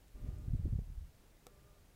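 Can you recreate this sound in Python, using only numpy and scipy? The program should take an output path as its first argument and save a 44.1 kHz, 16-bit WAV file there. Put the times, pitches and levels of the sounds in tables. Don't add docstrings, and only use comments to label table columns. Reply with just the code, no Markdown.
import sys
import numpy as np
from scipy import signal
from scipy.fft import rfft, irfft
from scipy.io import wavfile
from scipy.ndimage import uniform_filter1d

SR = 44100
rng = np.random.default_rng(int(sys.argv[2]) if len(sys.argv) > 2 else 0)


def unload_wav(signal):
    wavfile.write(
        sys.argv[1],
        SR,
        np.round(np.clip(np.atleast_2d(signal).T, -1, 1) * 32767).astype(np.int16),
    )


N = 85995
T = np.arange(N) / SR


def from_db(db):
    return 10 ** (np.asarray(db) / 20)


def rms_one(x):
    return x / np.sqrt(np.mean(x ** 2) + 1e-20)


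def level(rows):
    return from_db(np.interp(T, *np.transpose(rows)))


def noise(colour):
    hz, db = np.transpose(colour)
    f = np.maximum(np.fft.rfftfreq(N, 1 / SR), 1)
    gain = from_db(np.interp(np.log(f), np.log(hz), db)) / np.hypot(1, (20 / f) ** 2)
    return rms_one(irfft(rfft(rng.standard_normal(N)) * gain, N))


def steady(x, span_s):
    return x / np.sqrt(uniform_filter1d(x ** 2, max(int(span_s * SR), 2)) + 1e-9)


def waver(span_s):
    return rms_one(uniform_filter1d(rng.standard_normal(N), max(int(span_s * SR), 2)))


def fade_in(start, rise_s):
    return np.clip((T - start) / rise_s, 0, 1)


def decay(start, t60):
    return (T >= start) * from_db(-60 * np.clip((T - start) / t60, 0, 4))


def ring(start, hz, t60):
    return np.sin(2 * np.pi * hz * (T - start)) * decay(start, t60)


# f/Hz, relative level/dB
HISS_COLOUR = [(20, 11.5), (40, -1), (70, -12.5), (120, -4), (200, -10), (350, -14.5), (600, -15),
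               (1000, -19), (2000, -21.5), (4000, -25), (8000, -26.5), (12000, -28), (15700, -28.5),
               (16100, -46)]
# f/Hz, rms level/dB
WHINE_TONES = [(3843, -99), (11460, -103), (15272, -101)]
def background():
    whine = sum(from_db(db) * np.sqrt(2) * np.sin(2 * np.pi * hz * T) for hz, db in WHINE_TONES)
    return from_db(-67) * noise(HISS_COLOUR) + whine


# start t/s, end t/s, step rate f/Hz
LENS_RUNS = [(0.143, 0.486, 202.4), (1.455, 1.798, 201.2)]
# multiple of the step rate, relative level/dB
LENS_PARTIALS = [(2, 1.5), (3, 2), (5, -13), (6, -1), (7, -8.5), (9, -19)]
# t/s, rms level/dB
LENS_LEVEL = [(.16, -82), (.21, -80.5), (.3, -79.5), (.46, -80.5), (1.48, -78.5), (1.58, -79.5),
              (1.62, -85), (1.66, -77), (1.78, -82)]
def lens_motor(ramp_s=0.012, settle_s=0.12):
    out = np.zeros(N)
    for start, end, hz in LENS_RUNS:
        sag = 0.03 * np.exp(-np.maximum(T - start, 0) / settle_s)
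        wobble = 0.00792 * waver(span_s=0.0351)
        phase = 2 * np.pi * np.cumsum(hz * (1 - sag + wobble)) / SR
        gate = np.clip(np.minimum(T - start, end - T) / ramp_s, 0, 1)
        for multiple, db in LENS_PARTIALS:
            flutter = 1 + 0.2 * waver(span_s=0.02)
            out += gate * from_db(db) * flutter * np.sin(multiple * phase)
    return level(LENS_LEVEL) * np.sqrt(2) * out


# t/s, level/dB
RUMBLE_LEVEL = [(0, -67), (.13, -61.5), (.16, -55.5), (.2, -56), (.225, -42), (.3, -43.5), (.45, -47.5),
                (.52, -38.5), (.57, -45.5), (.66, -35.5), (.77, -41.5), (.82, -41.5), (.85, -50),
                (.89, -45), (1.0, -50.5), (1.04, -48.5), (1.085, -55), (1.11, -67), (1.4, -67.5),
                (1.55, -64.5), (1.95, -64)]
# f/Hz, relative level/dB
RUMBLE_COLOUR = [(20, -11.5), (35, 16), (60, 3.5), (100, -3.5), (150, -7), (220, -30.5), (320, -32),
                 (500, -42), (900, -74)]
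# t/s, level/dB
RUB_LEVEL = [(0, -69), (.125, -85.5), (.16, -64), (.22, -63.5), (.28, -60), (.36, -63), (.45, -66),
             (.6, -63.5), (.85, -73.5), (1.1, -77.5), (1.24, -67.5), (1.35, -76.5), (1.5, -68.5),
             (1.62, -72.5), (1.8, -73), (1.95, -75.5)]
# f/Hz, relative level/dB
SOFT_COLOUR = [(100, 1.5), (220, -0.5), (400, -2.5), (650, -11), (1000, -20), (2000, -22.5), (4000, -32),
               (12000, -39), (15700, -39), (16100, -62)]
# t/s, level/dB
SWING_LEVEL = [(.14, -79), (.17, -67.5), (.24, -58.5), (.32, -65.5), (.37, -66.5), (.45, -60), (.5, -70),
               (.56, -110)]
# f/Hz, relative level/dB
SWING_COLOUR = [(120, -25.5), (200, 1.5), (260, 1), (380, -10), (520, -17.5), (900, -44)]
def grip():
    rumble = level(RUMBLE_LEVEL) * steady(noise(RUMBLE_COLOUR), span_s=0.046)
    rubbing = level(RUB_LEVEL) * noise(SOFT_COLOUR)
    rush = level(SWING_LEVEL) * noise(SWING_COLOUR)
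    return rumble + rubbing + rush


# t/s, peak level/dB, f/Hz, knock level/dB re the bump, knock f/Hz
HOUSING_BUMPS = [(0.156, -44.5, 34.3, -31, 260), (0.29, -37.5, 85.5, -30, 302),
                 (0.483, -33.5, 82, -15, 285), (.514, -35, 30, -35, 350), (.538, -26.5, 93, -28, 263),
                 (0.546, -38, 156, -1, 228), (0.555, -27.5, 53.5, -19, 247), (0.599, -30, 72, -27, 300),
                 (.619, -37.5, 61, -30, 354), (.652, -34, 61.5, -26, 298), (.656, -36.5, 170, 3.5, 316.5),
                 (0.666, -26, 56, -15, 200), (.679, -36.5, 130, -1.5, 203), (0.728, -28.5, 90, -24, 470),
                 (.737, -29, 79, -16, 300), (0.758, -29, 67.4, -28, 300), (.789, -30, 95, -10, 426),
                 (0.821, -39, 82.4, -33, 300), (0.903, -50.5, 123, -30, 300),
                 (0.984, -35.5, 36.7, -39, 302), (1.012, -43.5, 69, -35, 300), (1.028, -43, 48.4, -35, 200)]
# multiple of the knock frequency, level/dB re the knock, t60/s
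HOUSING_MODES = [(0.999, 1.5, 0.0233), (1.62, -12.5, 0.03)]
def bumps():
    out = np.zeros(N)
    for start, db, hz, knock_db, knock_hz in HOUSING_BUMPS:
        phase = 2 * np.pi * hz * (T - start)
        pulse = phase * np.exp((1 - phase ** 2) / 2)
        knock = sum(from_db(knock_db + mode_db) * ring(start, ratio * knock_hz, t60)
                    for ratio, mode_db, t60 in HOUSING_MODES)
        out += from_db(db) * (pulse + knock * fade_in(start, rise_s=0.0036))
    return out


# t/s, level/dB, body level/dB re the crack, snap band low f/Hz, high f/Hz
WICK_CRACKS = [(.081, -65, -30, 2500, 15000), (0.384, -60, -30, 6500, 12500),
               (0.565, -63.5, -30, 7500, 13500), (1.4677, -47, 3, 400, 19000)]
# f/Hz, relative level/dB
SNAP_COLOUR = [(300, -26), (1300, -24), (2500, -4), (4000, 0), (8000, 2.5), (12000, -5), (15200, -1),
               (16500, -10)]
# f/Hz, level/dB re the body, t60/s
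BODY_MODES = [(130, -3, 0.0094), (490, -10.5, 0.086), (758, -8.5, 0.027), (1130, -18, 0.05),
              (1300, -14, 0.039), (1780, -14.5, 0.016), (2266, -14, 0.018), (3800, -15, 0.011),
              (5530, -13.5, 0.011), (8130, -16, 0.011), (15100, -16, .003)]
def wick(snap_t60=0.0042, split_s=0.0007, puff_delay_s=0.0004, puff_width_s=0.00016):
    out = np.zeros(N)
    bright = steady(noise(SNAP_COLOUR), span_s=0.00047)
    room_noise = noise(SOFT_COLOUR) + from_db(1) * bright
    for start, db, body_db, low_hz, high_hz in WICK_CRACKS:
        steps = np.hypot(decay(start, snap_t60), from_db(-3.5) * decay(start + split_s, snap_t60))
        burst = from_db(0.5) * bright * steps * fade_in(start, rise_s=0.00004)
        band = signal.butter(2, [low_hz, high_hz], "band", fs=SR, output="sos")
        snap = signal.sosfilt(band, burst)
        puff = from_db(-7.5) * np.exp(-((T - start - puff_delay_s) / puff_width_s) ** 2)
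        ringing = sum(from_db(mode_db) * ring(start, hz, t60) for hz, mode_db, t60 in BODY_MODES)
        body = -from_db(body_db) * (puff + ringing)
        tail = from_db(-25) * room_noise * decay(start, t60=0.065)
        out += from_db(db) * (snap + body + tail)
    return out


def scene():
    return (grip() + bumps() + lens_motor() + wick() + background())[None]


def record(dry, cutoff_hz=16500):
    return signal.sosfilt(signal.ellip(10, .1, 70, cutoff_hz, fs=SR, output="sos"), dry)


dry = scene()
out = record(dry)
unload_wav(out)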